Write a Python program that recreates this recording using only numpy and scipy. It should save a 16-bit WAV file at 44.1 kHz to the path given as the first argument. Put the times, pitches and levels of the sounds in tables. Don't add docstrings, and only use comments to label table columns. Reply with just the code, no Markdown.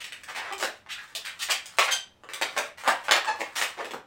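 import sys
import numpy as np
from scipy import signal
from scipy.fft import rfft, irfft
from scipy.io import wavfile
from scipy.ndimage import uniform_filter1d

SR = 44100
rng = np.random.default_rng(int(sys.argv[2]) if len(sys.argv) > 2 else 0)


def master_out(mix):
    frames = np.transpose(np.atleast_2d(mix))
    ceiling = np.clip(frames, -1, 1)
    pcm = np.round(ceiling * 32767).astype(np.int16)
    wavfile.write(sys.argv[1], SR, pcm)


N = 179310


def from_db(db):
    return 10 ** (np.asarray(db) / 20)


def unit_energy(x):
    return x / np.sqrt(np.sum(x ** 2) + 1e-20)


def at_hz(points, hz):
    known_hz, values = np.transpose(points)
    return np.interp(np.log(np.maximum(hz, 1)), np.log(known_hz), values)


def add(out, start_s, sound):
    start = int(np.clip(start_s * SR, 0, N - 1))
    out[start:start + len(sound)] += sound[:N - start]


# frequency_hz, relative_level_db
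BACKGROUND_SPECTRUM = [(20, -2), (45, -22.5), (72, 3), (100, -2), (220, -4), (450, -7.5), (650, -6),
                       (1300, -13), (3000, -20), (6000, -27), (16000, -38)]

def background(level_db=-63):
    gain = from_db(at_hz(BACKGROUND_SPECTRUM, np.fft.rfftfreq(N, 1 / SR)))
    noise = irfft(rfft(rng.standard_normal(N)) * gain, N)
    return from_db(level_db) * unit_energy(noise) * np.sqrt(N)


# frequency_hz, fade_s
ROOM_FADE_TIMES = [(150, 0.23), (500, 0.29), (1400, 0.2898), (3500, 0.3), (8000, 0.212), (15000, 0.17)]
# delay_s, gain (the direct sound is 1)
WALL_ECHOES = [(.0034, 0.44), (.0084, 0.85)]

def room_response(tail_db=4.5, build_s=0.0057):
    t = np.arange(int(.5 * SR)) / SR
    hz, white = np.fft.rfftfreq(len(t), 1 / SR), rfft(rng.standard_normal(len(t)))
    edges_hz = np.geomspace(40, SR / 2, 16)
    tail, build = np.zeros(len(t)), 1 - np.exp(-t / build_s)
    for low, high in zip(edges_hz, edges_hz[1:]):
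        band = irfft(white * ((hz >= low) & (hz < high)), len(t))
        fade = np.exp(-np.log(1000) * t / at_hz(ROOM_FADE_TIMES, np.sqrt(low * high)))
        tail += unit_energy(band * fade * build) * np.sqrt(high - low)
    response = from_db(tail_db) * unit_energy(tail)
    response[0] += 1
    for delay_s, gain in WALL_ECHOES:
        response[int(delay_s * rng.uniform(.9, 1.1) * SR)] += gain
    return unit_energy(response)


def room(x, stretches=90):
    out, marks = np.zeros(N), np.linspace(0, N, stretches + 1).astype(int)
    overlap = int(.004 * SR)
    for start, end in zip(marks, marks[1:]):
        stretch = x[start:end + overlap]
        steps = np.arange(len(stretch))
        fade = np.minimum(np.minimum(steps, len(stretch) - steps) / overlap, 1)
        add(out, start / SR, signal.fftconvolve(stretch * fade, room_response()))
    return out


def flutter(slips, decay_s, jolt_db):
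    power = signal.lfilter([1], [1, -np.exp(-2 / (decay_s * SR))], slips ** 2)
    scatter = unit_energy(np.sqrt(power) * rng.standard_normal(len(slips)))
    return scatter + from_db(jolt_db) * unit_energy(slips)


def resonate(x, hz, width_hz):
    half_width = np.tan(np.pi * min(width_hz / SR, .4))
    section = [half_width, 0, -half_width, 1 + half_width, -2 * np.cos(2 * np.pi * hz / SR), 1 - half_width]
    return signal.sosfilt(np.array([section, section]) / (1 + half_width), x + 1e-18)


RING_SAMPLES = 2048
SKIN_HZ = 2012

# frequency_hz, relative_level_db
CRACK_SPECTRUM = [(100, -69), (1500, -20), (3000, 4.5), (4500, 5), (6000, 2.5), (8000, 3.5), (9500, -1.5),
                  (11000, -10), (16000, -6)]

def crack_pulse():
    gain = from_db(at_hz(CRACK_SPECTRUM, np.fft.rfftfreq(RING_SAMPLES, 1 / SR)))
    cepstrum = irfft(np.log(gain))
    cepstrum[1:RING_SAMPLES // 2] *= 2
    cepstrum[RING_SAMPLES // 2 + 1:] = 0
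    return unit_energy(irfft(np.exp(rfft(cepstrum))))


# start_s, bubble_hz, bubble_db (compared with the skin)
HAND_GRIPS = [(0.0, 696, -18.5), (0.27, 890, -5), (0.57, 610, -3.5), (0.85, 1260, -37), (1.14, 691, -12.5),
              (1.23, 1613, -6), (1.47, 830, -9.5), (2.22, 560, -8), (2.32, 1264, -11), (2.54, 640, -2),
              (2.76, 997, -4), (3.38, 610, 0), (3.54, 880, -7), (3.75, 600, -1)]

def slip_sound(slips, start_s, ring_hz, crack_db, sharp_db=0):
    _, bubble_hz, bubble_db = HAND_GRIPS[sum(start_s >= grip[0] for grip in HAND_GRIPS[1:])]
    width_hz = 1880 * (ring_hz / SKIN_HZ) ** 0.43
    slips = np.pad(slips, (0, RING_SAMPLES))
    skin_shake = flutter(slips, decay_s=0.0033, jolt_db=sharp_db - 3.0)
    bubble_shake = flutter(slips, decay_s=0.0023, jolt_db=sharp_db + 2.5)
    crack_shake = flutter(slips, decay_s=0.00218, jolt_db=sharp_db - 15.5)
    skin = unit_energy(resonate(skin_shake, ring_hz, width_hz))
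    bubble = unit_energy(resonate(bubble_shake, bubble_hz, width_hz=0.92 * bubble_hz))
    crack = unit_energy(signal.fftconvolve(crack_shake, crack_pulse())[:len(slips)])
    return np.linalg.norm(slips) * (skin + from_db(bubble_db) * bubble + from_db(crack_db) * crack)


# start_s, end_s, level_db
HELD_TWISTS = [(0.049, 0.79, -59), (1.026, 1.756, -53.5), (2.299, 2.668, -48.5), (2.93, 3.9, -53)]

def creep(slips_per_s=310, uneven_db=5.0):
    out = np.zeros(N)
    for start_s, end_s, level_db in HELD_TWISTS:
        size = int((end_s - start_s) * SR)
        slips = (rng.random(N) < slips_per_s / SR) * from_db(uneven_db * rng.standard_normal(N))
        slips = unit_energy(slips[:size]) * np.sqrt(size)
        add(out, start_s, from_db(level_db) * slip_sound(slips, start_s, ring_hz=1420, crack_db=-5.5))
    return out


SQUEAK_TONES = {"high": [(1, -0.5), (2, 8), (3, 0.5), (4, 4.5), (5, 0), (6, -8.5), (7, -16), (8, -21),
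                (9, -28)], "low": [(1, 3.5), (2, -0.5), (3, -7.5), (4, -14.5), (5, -12.5), (6, -17.5),
                (7, -18), (8, -20), (9, -23), (10, -29), (11, -25.5)], "groan": [(1, -3), (2, 0), (3, 5),
                (4, -9), (5, -5)], "chirp": [(1, 5), (2, -24)]}
# start_s, length_s, pitch_hz, glide_octaves_per_s, level_db, waver (share of pitch), kind
SQUEAK_EVENTS = [(0.508, 0.031, 384.9, -2, -28.5, 0.032, "groan"),
                 (0.955, 0.047, 1394, 9.5, -45.5, 0.02, "chirp"),
                 (0.981, 0.024, 1912, -6, -39, 0.1, "chirp"),
                 (1.909, 0.038, 1573, 0.23, -22, 0.021, "high"),
                 (3.270, 0.033, 893, -3.5, -21, 0.0116, "low"),
                 (3.310, 0.023, 843, -2, -37.5, 0.0075, "low"),
                 (3.784, 0.032, 467, -2.5, -36.5, 0.05, "chirp")]

def squeaks(attack_s=0.0057, release_s=0.02, waver_cycles=3.2):
    out = np.zeros(N)
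    for start_s, length_s, pitch_hz, glide, level_db, waver, kind in SQUEAK_EVENTS:
        t = np.arange(int(length_s * SR)) / SR
        smoothing = max(int(waver_cycles / pitch_hz * SR), 1)
        tremble = unit_energy(uniform_filter1d(rng.standard_normal(N), smoothing)) * np.sqrt(N)
        hz = pitch_hz * 2 ** (glide * t) * (1 + waver * tremble[:len(t)])
        phase = 2 * np.pi * np.cumsum(hz) / SR
        gains = np.sqrt(2) * unit_energy(from_db(np.array(SQUEAK_TONES[kind])[:, 1]))
        tone = sum(gain * np.sin(multiple * phase) for multiple, gain in enumerate(gains, 1))
        fade = np.clip(np.minimum(t / attack_s, (length_s - t) / release_s), 0, 1)
        add(out, start_s, from_db(level_db) * fade * tone)
    return out


def slip_run(length_s, slips_per_s, jitter=.2, uneven_db=2.5, drift=0.27, fade_share=0.28):
    timing, strengths, trend = rng.standard_normal((3, 128))
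    size = max(int(length_s * SR), 2)
    progress = np.minimum(np.arange(len(timing)) / (length_s * slips_per_s), 1) - .5
    gaps_s = np.exp(jitter * timing + drift * trend[0] * progress) / slips_per_s
    at = ((np.cumsum(gaps_s) - gaps_s[0] / 2) * SR).astype(int)
    slips = np.zeros(size)
    slips[at[at < size]] = from_db(uneven_db * strengths[at < size])
    return unit_energy(slips * signal.windows.tukey(size, fade_share)) * np.sqrt(size)


# start_s, length_s, level_db, ring_hz, crack_db (compared with the skin)
RUB_STROKES = [(0.0, 0.0212, -37.5, 2180, -6.5), (0.277, 0.032, -36.5, 1683, -10.5),
               (0.343, 0.049, -32, 1909, -11), (0.399, 0.13, -40.5, 1483, -28.5),
               (0.591, 0.042, -34.5, 1580, -3), (0.886, 0.023, -35.5, 2054, -17),
               (0.902, 0.027, -33, 2710, -9), (0.968, 0.0636, -45.5, 1737, -13.5),
               (1.148, 0.019, -35, 3626, -1), (1.241, 0.051, -36.5, 2322, -9.5),
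               (1.389, 0.023, -36, 3255, -2.5), (1.409, 0.024, -31, 2784, 1),
               (1.486, 0.016, -25.5, 1492, -19), (1.497, 0.018, -21.5, 2700, -2),
               (1.787, 0.027, -24, 2390, -14), (1.827, 0.026, -34, 2219, -0.5),
               (1.872, 0.025, -25.5, 1782, -33.5), (1.907, 0.022, -28, 3290, -1),
               (2.46, 0.079, -49, 1222, -8), (2.558, 0.049, -30, 1308, -12.5),
               (2.771, 0.05, -44.5, 1817, -5), (2.846, 0.0195, -32.5, 1240, -16),
               (2.861, 0.048, -25.5, 1367, -14.5), (3.035, 0.0384, -44, 1860, -3.5),
               (3.107, 0.019, -25, 2470, -17.5), (3.123, 0.038, -34, 1680, -26),
               (3.277, 0.02104, -30.5, 889.7, -28), (3.387, 0.0313, -38, 900, -6),
               (3.55, 0.053, -30.5, 1714, -1), (3.609, 0.03045, -28.5, 2410, -2.5),
               (3.642, 0.06, -45, 1880, -3.5), (3.769, 0.042, -34, 1046, -33)]

def rubs(typical_s=0.03, typical_slips_per_s=310):
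    out = np.zeros(N)
    for start_s, length_s, level_db, ring_hz, crack_db in RUB_STROKES:
        slips_per_s = typical_slips_per_s * (typical_s / length_s) ** 0.46 * (ring_hz / SKIN_HZ) ** 0.5
        slips = slip_run(length_s, slips_per_s)
        add(out, start_s, from_db(level_db) * slip_sound(slips, start_s, ring_hz, crack_db))
    return out


# start_s, strength_db, ring_hz, crack_db (compared with the skin)
SINGLE_SLIPS = [(0.043, -7, 2900, -4.5), (0.123, -6, 2230, -9.5), (0.235, -13.5, 1800, -4),
                (0.525, -6, 2260, -6), (0.581, -18.5, 1570, 7), (0.627, 5, 1220, -10),
                (0.645, -4.5, 1950, 0), (0.863, -17.5, 1296, -29.5), (1.151, -5, 3270, -0.5),
                (1.252, -15.5, 2600, 4.5), (1.658, -17.5, 2830, 6.5), (1.77, -20.5, 1400, 4),
                (1.786, 14, 1286, -8), (2.236, -16, 930, -15), (2.289, -9, 1615, -16),
                (2.335, -6, 2030, 0.5), (2.414, 3, 890, -6.5), (2.422, 5.5, 2593, -18),
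                (2.578, 3.5, 1800, -3), (2.837, -9, 970, -7), (2.877, 9, 930, -9), (2.881, -7, 2400, -13),
                (3.084, 4, 1130, -36), (3.111, 16.5, 1990, -12.5), (3.156, 8, 1445, -16),
                (3.247, -6, 1560, -9), (3.407, 0, 2280, -12.5), (3.615, 5.5, 1620, -8),
                (3.846, -7.5, 1840, -8.5), (3.909, -9, 2200, -6.5), (3.936, -6.5, 587, -12.5)]

def snaps():
    out = np.zeros(N)
    for start_s, strength_db, ring_hz, crack_db in SINGLE_SLIPS:
        snap = slip_sound(np.ones(1), start_s, ring_hz, crack_db, sharp_db=4)
        add(out, start_s, from_db(strength_db) * snap)
    return out


def scene(low_cut_hz=170):
    bass_cut = signal.butter(2, low_cut_hz, "high", fs=SR, output="sos")
    slipping = snaps() + rubs() + creep()
    balloon = signal.sosfilt(bass_cut, slipping + 1e-18) + squeaks()
    return (room(balloon) + background())[None]


def record(dry, cutoff_hz=15800):
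    rounded = .9 * np.tanh(dry / .9)
    return signal.sosfilt(signal.ellip(10, .1, 80, cutoff_hz, fs=SR, output="sos"), rounded)


dry = scene()
out = record(dry)
master_out(out)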